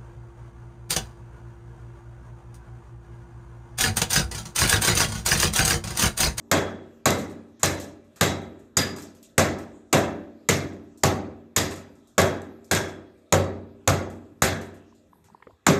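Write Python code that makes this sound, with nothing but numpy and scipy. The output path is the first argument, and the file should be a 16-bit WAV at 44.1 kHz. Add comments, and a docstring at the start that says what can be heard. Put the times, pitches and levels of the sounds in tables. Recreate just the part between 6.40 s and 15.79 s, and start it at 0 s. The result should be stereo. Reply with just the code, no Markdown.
"""Hatchet on old floor tile

A hatchet chops old floor tile in a small, hard-walled room, heard a metre or two away on two microphone ports.
Each blow is a crack with dense reflections (shaped noise bands), a knock (a dispersed bending wave), rings of
slab and steel (narrow noise) and a boom of standing waves (resonators). Chips and crumbs land as small cracks;
near the end a grip creaks (rubbed resonators). A faint uneven hush lies underneath."""
import sys
import numpy as np
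from scipy import signal
from scipy.fft import rfft, irfft, next_fast_len
from scipy.io import wavfile

SR = 44100
rng = np.random.default_rng(int(sys.argv[2]) if len(sys.argv) > 2 else 0)


def store_wav(level_fs):
    """Save 16-bit WAV to argv[1]."""
    pcm = np.round(np.clip(np.atleast_2d(level_fs), -1, 1) * 32767)
    wavfile.write(sys.argv[1], SR, pcm.T.astype(np.int16))


N = 414099
LEAD, STEP = int(.6 * SR), 8  # samples computed ahead of 0 s; samples per step of the coarse grid
SIZE = STEP * next_fast_len((N + LEAD) // STEP + 1)
HZ = np.arange(SIZE // 2 + 1) * SR / SIZE + 1e-3  # kept above zero for the logarithm
OCTAVES = np.log2(HZ)

# Blows of the hatchet, the first still dying away at 0 s: (time [s], crack level [dB],
# thud over a usual blow [dB], shatter over a usual blow [dB], spot on the edge [about -1 to 1],
# floor boom over the thud [dB], place on the floor [about -1 to 1], drumming of the boards [dB],
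# knock level [dB], shard pitch [Hz], shard level [dB], loosened tile pitch [Hz], loosened tile level [dB])
BLOWS = [(-0.48, 0.5, 2, -6, 0, 6.5, -0.33, 1, -12, 4000, -44.5, 610, -40),
         (0.1135, -9.5, 2.5, -1.5, -1.24, -3, -0.25, -1.5, -9.5, 3789, -36.5, 1084, -28),
         (0.6557, -11, 2, -0.3, 0.27, -2, -0.01, -0.5, -11, 4005, -34.5, 2030, -29),
         (1.2307, -9, -2, 0.5, 1, 0.5, 0.087, -1.5, -17.5, 4040, -32.5, 1720, -28),
         (1.8096, -8, 1.1, -0.1, -0.22, 1.5, 0.38, -2.5, -12, 7536, -43.5, 2050, -31),
         (2.3687, -10, -5.5, 2, 1, 0.1, -0.14, 2.5, -24, 6933, -38.5, 1725, -27.5),
         (2.979, -9.5, 2.5, 1.2, 0.2, 0.5, 0.91, -2.5, -10, 5340, -38, 600, -24),
         (3.5275, -9.5, 4.5, -0.5, -0.22, -3.5, 0.65, 0, -15, 2670, -35, 987, -25.5),
         (4.0876, -8.5, -2.5, 2, -0.35, 5.5, 0.53, 0.5, -18.5, 5641, -38, 480, -27),
         (4.634, -9, 1, -2.5, 0, 4, 0.66, -1.5, -10, 4521, -40, 794, -23.5),
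         (5.1621, -10.5, -3.5, 3.5, 1, 1, 0.11, -2, -19.5, 6761, -37.5, 1851, -32),
         (5.7796, -11, 4, 0.1, -0.098, -2, 0.14, -3.5, -12, 3316, -33, 622, -20.5),
         (6.3116, -11.5, -1, 1.5, -1.13, 0, 0.16, -3, -29.5, 5254, -35, 1618, -25.5),
         (6.9234, -10.5, 2.5, -6, 0.013, 4, -1.1, -3.5, -10, 4521, -39, 523, -28),
         (7.475, -8, 1.5, -4, -0.31, 4, -0.43, -3.5, -9, 1421, -32.5, 1133, -31.5),
         (8.0197, -9.5, -1, 2.5, -0.18, 4.5, -0.38, -3.5, -11.5, 3962, -36, 1720, -34.5),
         (9.2652, -10, 3.5, -0.3, 1, -2.5, 0.16, 4.5, -6.5, 3660, -33, 1198, -29)]
(BLOW_S, CRACK_DB, THUD_DB, SHATTER_DB, EDGE_SPOT, FLOOR_BOOM_DB, FLOOR_PLACE, DRUM_DB,
 KNOCK_DB, SHARD_HZ, SHARD_DB, TILE_HZ, TILE_DB) = np.transpose(BLOWS)
# Spectrum of a usual blow:
# (frequency [Hz], level [dB], share that follows the shatter rather than the thud [0-1])
REGIONS = [(110, -23, 0.068), (304, -20, 0.061), (940, -21, 0.033), (3540, -15, 0.77), (6360, -16, 0.81),
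           (11100, -23.5, 0.93)]
# Answer of the room: (frequency [Hz], colour [dB], t60 [s], build-up [ms], crack colour [dB])
ROOM = [(46.7, -24.5, 0.97, 18, -32.5), (104, -7.5, 0.37, 4, -18.5), (270, -10, 0.91, 4.4, -20),
        (556, -9, 0.68, 5, -20.5), (1270, -10.5, .5, 3.5, -12.5), (2600, -15, 0.36, 6, -16),
        (5000, -9, 0.34, 1.5, -11), (8100, -12.5, 0.28, 1.1, -9.5), (9200, -7, .26, 1.1, -10),
        (10800, -8, 0.24, 1.1, -14.5), (13600, -5.5, 0.24, 1.2, -14), (15300, -27, 0.2, 1.2, -24)]
# The crack, direct and off the nearest walls: (delay [ms], level [dB])
ECHOES = [(.6, 11.5), (4.2, -5), (8.5, -16), (14, -4.5), (21, -0.5)]


def undb(db):
    """Level to amplitude: 20 dB is a factor of ten."""
    return 10 ** (np.asarray(db) / 20)


def across(hz, table, order=1):
    """Interpolate one column of a spectrum on a log-frequency axis, as hearing spaces pitch."""
    table = np.array(table)
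    return np.interp(np.log(hz), np.log(table[:, 0]), table[:, order])


def strikes(s, size):
    """Impulsive excitation: an impulse at each time on the coarse grid."""
    out = np.zeros(SIZE // STEP, np.asarray(size).dtype)
    np.add.at(out, (np.asarray(s) * SR + LEAD).astype(int) // STEP, size)
    return out


def fade(x, tau_s):
    """Exponential decay: every impulse jumps up and dies away with one time constant."""
    return signal.lfilter([1], [1, -np.exp(-STEP / (max(tau_s, 1e-4) * SR))], x)


def swell(s, db, t60_s, rise_s):
    """Reverberant energy: power builds up, slowly at first, after each impulse and then decays."""
    kick = strikes(s, undb(2 * db))
    decay = fade(kick, t60_s / np.log(1e6))
    return np.maximum(decay - 2 * fade(kick, rise_s) + fade(kick, rise_s / 2), 0)


def envelope(power):
    """Amplitude is the root of power: bring it from the coarse grid to every sample."""
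    return np.interp(np.arange(SIZE), STEP * np.arange(1, len(power) + 1), np.sqrt(power))


def noise(shape):
    """Random phases under a spectral shape: two unrelated noises of rms 1."""
    used = np.flatnonzero(shape > 1e-3)
    spec = np.zeros((2, len(HZ)), complex)
    spec[:, used] = shape[used] * np.exp(2j * np.pi * rng.random((2, len(used))))
    return irfft(spec, SIZE) * SIZE / np.sqrt(2 * np.sum(shape ** 2))


def wander(spacing_s):
    """Slow random modulation: normal values at even spacing, joined by lines on the coarse grid."""
    grid = np.arange(SIZE // STEP)
    knots = np.arange(0, len(grid), spacing_s * SR / STEP)
    return np.interp(grid, knots, rng.standard_normal(len(knots)))


def mode(kick, hz, t60_s, rate=SR):
    """A damped oscillator: one complex pole rings at one pitch."""
    pole = np.exp((2j * np.pi * hz - np.log(1000) / max(t60_s, 1e-3)) / rate)
    return signal.lfilter([1], [1, -pole], kick).imag


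def region_db(hz):
    """Force spectrum of every blow: the bass follows its thud, the treble its shatter."""
    boom_hz, drum_hz, drum_octaves = 199, 212, 0.77  # floor boom lies mostly below; boards drum around
    share = across(hz, REGIONS, order=2)
    deep = 1 / (1 + (hz / boom_hz) ** 2)
    drum = np.exp(-(np.log2(hz / drum_hz) / drum_octaves) ** 2)
    strength_db = max(1 - share, 0) * THUD_DB + share * SHATTER_DB
    return across(hz, REGIONS) + drum * DRUM_DB + deep * FLOOR_BOOM_DB + strength_db


def crack(hz, chip_s, chip_db):
    """Brittle fracture: short bursts of power, direct and off the nearest walls, and one per chip."""
    decay_ms, rise_ms, lag_cycles = 0.78, 0.39, 1.5  # time constants of power; low bands come later
    echo_ms, echo_db = np.transpose(ECHOES)
    blow_s = (BLOW_S + echo_ms[:, None] / 1000).ravel() + lag_cycles / max(hz, 500)
    # a glancing blow cracks thinner
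    solid_db = max(1 - across(hz, REGIONS, order=2), 0) * THUD_DB
    blow_db = (CRACK_DB + solid_db + across(hz, ROOM, order=4) + echo_db[:, None]).ravel()
    return swell(np.r_[blow_s, chip_s], np.r_[blow_db, chip_db],
                 decay_ms / 1000 * np.log(1e6), rise_ms / 1000)


def reflections(hz, chip_s, chip_tail_db):
    """Reverberation: dense reflections decay band by band and come in clumps."""
    patchy_db, patchy_s = 2.3, .014
    t60_s, rise_ms = (across(hz, ROOM, order=k) for k in (2, 3))
    s = np.r_[BLOW_S + ECHOES[0][0] / 1000, chip_s]
    tail_db = np.r_[region_db(hz) + across(hz, ROOM), chip_tail_db]
    return swell(s, tail_db, t60_s, rise_ms / 1000) * undb(2 * patchy_db * wander(patchy_s))


def next_room(hz):
    """Coupled rooms: the next room returns a longer, duller tail through the doorway."""
    level_db, t60_s, rise_s, dull_hz = -16.5, 0.84, .02, 2480
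    power = swell(BLOW_S, region_db(hz) + across(hz, ROOM) + level_db, t60_s, rise_s)
    return power / (1 + (hz / dull_hz) ** 4)


def hush(hz):
    """Stationary noise made uneven: the quiet of the house wanders in level."""
    level_db, wander_db, wander_s = -62, 5.5, 0.09
    # Quiet of the house: (frequency [Hz], relative spectral density [dB])
    spectrum = [(24, -30), (40, -5.5), (240, -17), (380, -16.5), (900, -23), (1500, -29.5), (2600, -36),
                (4000, -32), (4900, -35.5), (7300, -39.5), (12000, -43), (15500, -61)]
    db = level_db + across(hz, spectrum) + wander_db * wander(wander_s)
    return undb(2 * db) * hz / 130  # a band's power grows with its width


def interference():
    """Comb-like interference: walls close by favour some pitches, and a few are hardly carried."""
    uneven_db, uneven_hz = 3, 40.19  # depth and spacing of the ripple
    # Pitches weakened or lifted by the room: (frequency [Hz], width [Hz], level [dB])
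    dips = [(346, 40, -1), (404, 17, 1.5), (904, 180, -5), (1260, 200, -2), (3124, 500, -5.5),
            (4534, 83, -2), (5964, 550, -3)]
    knots_hz = np.arange(0, SR / 2, uneven_hz)
    ripple_db = uneven_db * np.interp(HZ, knots_hz, rng.standard_normal(len(knots_hz)))
    for hz, width_hz, db in dips:
        ripple_db = ripple_db + db / (1 + (2 * (HZ - hz) / width_hz) ** 2)
    return undb(ripple_db)


def shatter():
    """Band-wise energy: cracks, reflections, next room and hush set the power of third-octave noise."""
    chip_s, chip_level_db, dullness_db, chip_tail_db = debris()
    ripple, out = interference(), 0
    for hz in 45 * 2 ** (np.arange(26) / 3):
        dull = max(np.log2(7000 / hz), 0) ** 6.5
        chip_db = chip_level_db + across(hz, ROOM, order=4) - np.maximum(dullness_db, 0) * dull
        power = reflections(hz, chip_s, chip_db + chip_tail_db)
        power = power + crack(hz, chip_s, chip_db) + next_room(hz) + hush(hz)
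        band = np.cos(np.clip(3 * (OCTAVES - np.log2(hz)), -1, 1) * np.pi / 2)
        out = out + envelope(power) * noise(band * ripple)
    return out


def debris():
    """Secondary impacts: skips, chips and random crumbs; rows of time, level, dullness, tail level."""
    grit_count, grit_s, grit_db = 14, .2, -30  # crumbs per blow, mean delay, start level re the crack
    skip_tail_db, grit_tail_db, small_dull_db = -24.5, -15.5, 8.5
    # Skips of the blade: (time [s], level [dB])
    skips = [(0.704, -3.5), (1.258, -2.5), (5.816, -8), (6.349, -3)]
    # Chips that land: (time [s], level [dB], dullness one octave below 7 kHz, none if negative [dB],
    # reflections relative to the click [dB])
    chips = [(0.7836, -26.5, 2, -8.5), (0.896, -39.5, -4, -11), (1.064, -72, 8, -16),
             (1.082, -65, 12.5, -8), (1.195, -43, -0.5, -2.5), (1.3694, -39, 8, -8),
             (1.399, -23.5, 0.5, -10.5), (1.642, -58.5, 11, -8), (1.7199, -64, 11, -6),
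             (1.7592, -38.5, -3, -7.5), (2.016, -46, 18, -9), (2.192, -51, 0, -7.5),
             (2.562, -27, -0.5, -12.5), (2.5835, -29.5, -1.5, -11.5), (2.62, -28.5, 2, -12.5),
             (2.7487, -44, 0.5, -8.5), (2.828, -33.5, 0.5, -12), (3.185, -35, -2, -8.5),
             (4.2694, -48, 7, -9), (4.327, -51, 7, -8), (4.574, -43, 9, -6.5), (5.3088, -28.5, -1, -8),
             (5.3586, -31, -6, -12), (5.5533, -49.5, 17, -13), (5.596, -63, 18, -8.5),
             (5.673, -44, 18, -12), (6.0177, -32, 12, -23), (6.243, -42, 14, -9.5), (6.48, -41, -6, -7),
             (6.775, -62, 12.5, -8.5), (7.6994, -42.5, -4, -7.5), (8.213, -32, -0.5, -12),
             (8.341, -48.5, -3, -6), (8.549, -56, 3, -8), (8.841, -47.5, -3, -8)]
    late, size = rng.exponential(size=(2, len(BLOWS), grit_count))
    s = np.minimum(BLOW_S[:, None] + 0.025 + grit_s * late, N / SR).ravel()
    db = (CRACK_DB[:, None] + grit_db - 24 * late + 3 * size).ravel()  # later crumbs are weaker
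    rows = [(*row, small_dull_db, skip_tail_db) for row in skips] + chips
    return np.transpose(rows + [(*row, small_dull_db, grit_tail_db) for row in zip(s, db)])


def knock():
    """Dispersion of bending waves in the floor: high pitches arrive first, a falling clack, then echoes."""
    centre_hz, spread_octaves, delay_ms, ms_per_octave, scatter_ms = 998, 1.2, 5, 2.2, .5
    # The knock and its echoes: (delay [ms], level [dB])
    echoes = [(0, -4.5), (12.3, -7.5), (16.5, -8)]
    out, hz = np.zeros(SIZE), HZ[:4096 // 2 + 1] * SIZE / 4096
    octaves = np.log2(hz / centre_hz)
    chances = rng.standard_normal((len(BLOWS), len(echoes)))
    for blow_s, knock_db, chance in zip(BLOW_S, KNOCK_DB, chances):
        at = int(blow_s * SR) + LEAD
        for (ms, db), shift in zip(echoes, chance):
            late_ms = ms + delay_ms + scatter_ms * shift - ms_per_octave * np.clip(octaves, -2, 2)
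            # phase is the running sum of group delay over frequency
            phase = 2 * np.pi * np.cumsum(late_ms) / 1000 * hz[1]
            wave = irfft(np.exp(-(octaves / spread_octaves) ** 2 - 1j * phase))
            out[at:at + len(wave)] += (undb(knock_db + db) * wave / abs(wave).max())[:SIZE - at]
    return out


def ring(s, db, hz, width_hz, t60_s):
    """Resonance as narrow noise: a brief direct part, and a part that the room carries on."""
    direct_t60_s = .07
    power = swell(s, db, t60_s, 0.00032) + swell(s, db, direct_t60_s, 0.0004)
    return envelope(power) * noise(1 / (1 + (2 * (HZ - hz) / width_hz) ** 2))


def steel():
    """Modal excitation: force and striking point set how strongly slab, head, shard and tile ring."""
    scatter_db, loose_width_hz, loose_t60_s = 3, 140, .45  # full scatter from 4 kHz up; shard and tile
    # Rings of the tile slab and the hatchet: (frequency [Hz], width [Hz], level [dB], t60 [s],
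    # per thud [dB/dB], per shatter [dB/dB], at edge spot 1 [dB], at floor place 1 [dB])
    resonances = [(550, 97, -29.5, 0.43, 2, -0.5, 1.5, -4.5), (762, 55, -37.5, 0.22, 1.5, -2.5, -3.5, 1.5),
                  (1117, 54, -32.5, .38, 1.5, -0.6, 3, 2.5), (1640, 450, -34, 0.57, 1.98, 2.5, -2, -5),
                  (2090, 330, -29.5, 0.44, 0.3, 1, -1, -0.1), (3360, 170, -43, 0.54, 1, 1.4, -8.5, -3),
                  (3844, 210, -37.5, 0.45, 1, 0.9, 1.2, 0.3), (4870, 140, -44, 0.42, 0, 2.5, 11.5, -1.4),
                  (5200, 150, -42.5, .3, 0, 2.1, -1.5, 0), (5800, 130, -42, 0.25, -1, -0.5, 1.5, 2),
                  (6480, 120, -41, 0.37, 0.5, 0.2, -1.5, 0.7), (7250, 160, -43, 0.29, 1.5, 2.2, 2, -0.8),
                  (7340, 150, -36.5, 0.27, 0, 0.4, 0.2, -0.2), (7800, 120, -37.5, 0.13, 1, 0.7, -0.8, -1.5),
                  (8280, 110, -44, 0.19, 0, 2.2, 0.4, 0.6), (6800, 700, -21, 0.025, -1, -0.4, 1.5, -2)]
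    out = 0
    for hz, width_hz, db, t60_s, by_thud, by_shatter, by_spot_db, by_place_db in resonances:
        force_db = by_thud * THUD_DB + by_shatter * SHATTER_DB
        point_db = by_spot_db * EDGE_SPOT + by_place_db * FLOOR_PLACE
        chance_db = scatter_db * min(hz / 4000, 1) * rng.standard_normal(len(BLOWS))
        out = out + ring(BLOW_S, db + force_db + point_db + chance_db, hz, width_hz, t60_s)
    for pitches, levels in ((SHARD_HZ, SHARD_DB), (TILE_HZ, TILE_DB)):
        for s, hz, db in zip(BLOW_S, pitches, levels):
            out = out + ring([s], np.array([db]), hz, loose_width_hz, loose_t60_s)
    return out


def boom():
    """Standing waves between the walls: each place on the floor drives each mode differently."""
    scatter_db, onset_t60_s = 3.5, 0.028  # full scatter from 400 Hz up; a brief ring softens the start
    # Room modes: (frequency [Hz], level over the region [dB], t60 [s], level at floor place 1 [dB])
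    room_modes = [(74, -15, 0.72, 3.5), (93, -1.5, 0.73, -1.9), (141.7, -4, 0.48, 1),
                  (171.2, -11, 0.36, 1.8), (192.3, -8, 0.72, -1), (230, -13.5, 1.4, -1.5),
                  (288.7, -18, 1.4, 1.4), (324, -15, 1, 5.5), (375.3, -10.5, 0.9, -1),
                  (398, -14.5, 0.98, -1.9), (463, -8.5, 0.28, 2.5), (548.4, -13.5, 0.66, -3),
                  (580.4, -13.5, 0.82, -1.5), (656, -9, 0.31, 2.4), (685, -13, 0.7, 1.5),
                  (753, -12, 0.6, 4.5), (777, -13.5, 0.19, 8), (823, -17, 0.19, 1.4)]
    out = 0
    for hz, db, t60_s, by_place_db in room_modes:
        level_chance, phase_chance = rng.standard_normal((2, len(BLOWS)))
        chance_db = scatter_db * min(hz / 400, 1) ** 2 * level_chance
        level_db = region_db(hz) + db + by_place_db * FLOOR_PLACE + chance_db
        kick = strikes(BLOW_S, undb(level_db) * np.exp(.8j * phase_chance))
        out = out + mode(kick, hz, t60_s, rate=SR / STEP) - mode(kick, hz, onset_t60_s, rate=SR / STEP)
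    return STEP * irfft(rfft(out), SIZE)  # band-limited return to the full rate


def creaks():
    """Friction on resonators: a brief rub swells into a pitch, an overtone, a hollow body and a snap."""
    body_hz, snap_hz, snap_db = 437, 3270, -8  # the snap of a brittle edge lies under the overtone
    cycles, rub_s = 8.3, .0022  # cycles until one resonator is 60 dB down; length of the rub
    tail_db, tail_s = -18, 0.018  # the room smears each tick a little
    # Creaks of the grip: (time [s], level [dB], pitch [Hz], overtone level [dB],
    # overtone frequency [multiple of the pitch], hollow body level [dB])
    ticks = [(8.524, -47.5, 1036, -14, 1.9, -16.5), (8.73, -41, 1046, -11, 1.65, -22),
             (8.755, -52, 910, -18, 1.7, -13), (8.782, -62, 900, -14, 2.2, -7),
             (8.842, -63, 1020, -1.5, 2.2, -7), (8.884, -48, 904, -10, 1.9, -12),
             (8.899, -44, 961, -16, 1.6, -18), (8.917, -50, 211, -9, 1.5, -22),
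             (8.934, -57, 189, -15, 1.5, -20), (8.946, -34.5, 965, -34, 1.9, -14),
             (8.976, -55, 950, -10, 1.4, -14), (9.001, -49, 1050, -13, 1.35, -13),
             (9.024, -40.5, 1090, 3, 1.82, -12), (9.069, -38.5, 1250, -5.5, 1.7, 3),
             (9.096, -44, 680, -10, 1.5, -14), (9.106, -45.5, 1054, -6, 1.4, -9),
             (9.135, -58, 1050, -15, 1.4, -20)]
    out = np.zeros(SIZE)
    age = np.arange(SR // 10) / SR
    for s, db, hz, upper_db, multiple, body_db in ticks:
        rough = 1 + .5 * rng.standard_normal(len(age))
        rub = rough * (age < rub_s) * np.sin(2 * np.pi * hz * age)
        rub += undb(tail_db) * rng.standard_normal(len(age)) * np.exp(-age / tail_s)
        at = int(s * SR) + LEAD
        parts = ((hz, 0), (multiple * hz, upper_db), (body_hz, body_db), (snap_hz, upper_db + snap_db))
        for part_hz, part_db in parts:
            t60_s = cycles / part_hz
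            tick = mode(mode(rub, part_hz, t60_s), part_hz, t60_s)  # two in a row swell before decaying
            out[at:at + len(age)] += undb(db + part_db) * tick / abs(tick).max()
    return out


def ports(shared, apart):
    """Partial coherence: two ports mix common and separate sound, with phase and level differences."""
    # Likeness of the ports: (frequency [Hz], likeness [0-1])
    likeness = [(60, .98), (300, .9), (700, .45), (1500, .5), (3000, .2), (4200, .4), (5200, .8),
                (7000, .95), (10500, .9), (12500, .85), (15000, .85)]
    # Balance of the ports: (frequency [Hz], left minus right [dB])
    balance = [(60, -2.5), (110, 2.9), (200, -0.2), (380, 0), (700, 0), (1290, -2), (2380, -3), (4400, 0),
               (8120, -0.5), (15000, 0.5)]
    # Phase between the ports: (frequency [Hz], lead of the left [rad])
    lead = [(0, 0), (800, -.9), (1300, -.2), (2000, 0), (17600, 6 * np.pi)]
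    like = np.clip(across(HZ, likeness), 0, 1)
    common = np.sqrt((1 + like) / 2) * rfft(shared)
    separate = np.sqrt((1 - like) / 2) * rfft(apart)
    turn = np.exp(.5j * np.interp(HZ, *np.transpose(lead))) * undb(across(HZ, balance) / 2)
    return irfft([(common + separate) * turn, (common - separate) / turn], SIZE)


def scene():
    """Superposition: all layers add before the two ports pick them up."""
    shared, apart = shatter() + steel()
    return ports(shared + knock() + boom() + creaks(), apart)[:, LEAD:LEAD + N]


def record(dry):
    """Band limits and saturation: the phone drops deep bass, rounds loud peaks and cuts the top."""
    bass_cut_hz, top_hz = 69.4, 15500
    high_pass = signal.butter(3, bass_cut_hz, "high", fs=SR, output="sos")
    low_pass = signal.ellip(10, .2, 80, top_hz, fs=SR, output="sos")
    rounded = np.tanh(.8 * signal.sosfilt(high_pass, dry)) / .8
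    return signal.sosfilt(low_pass, rounded)


dry = scene()
out = record(dry)
store_wav(out)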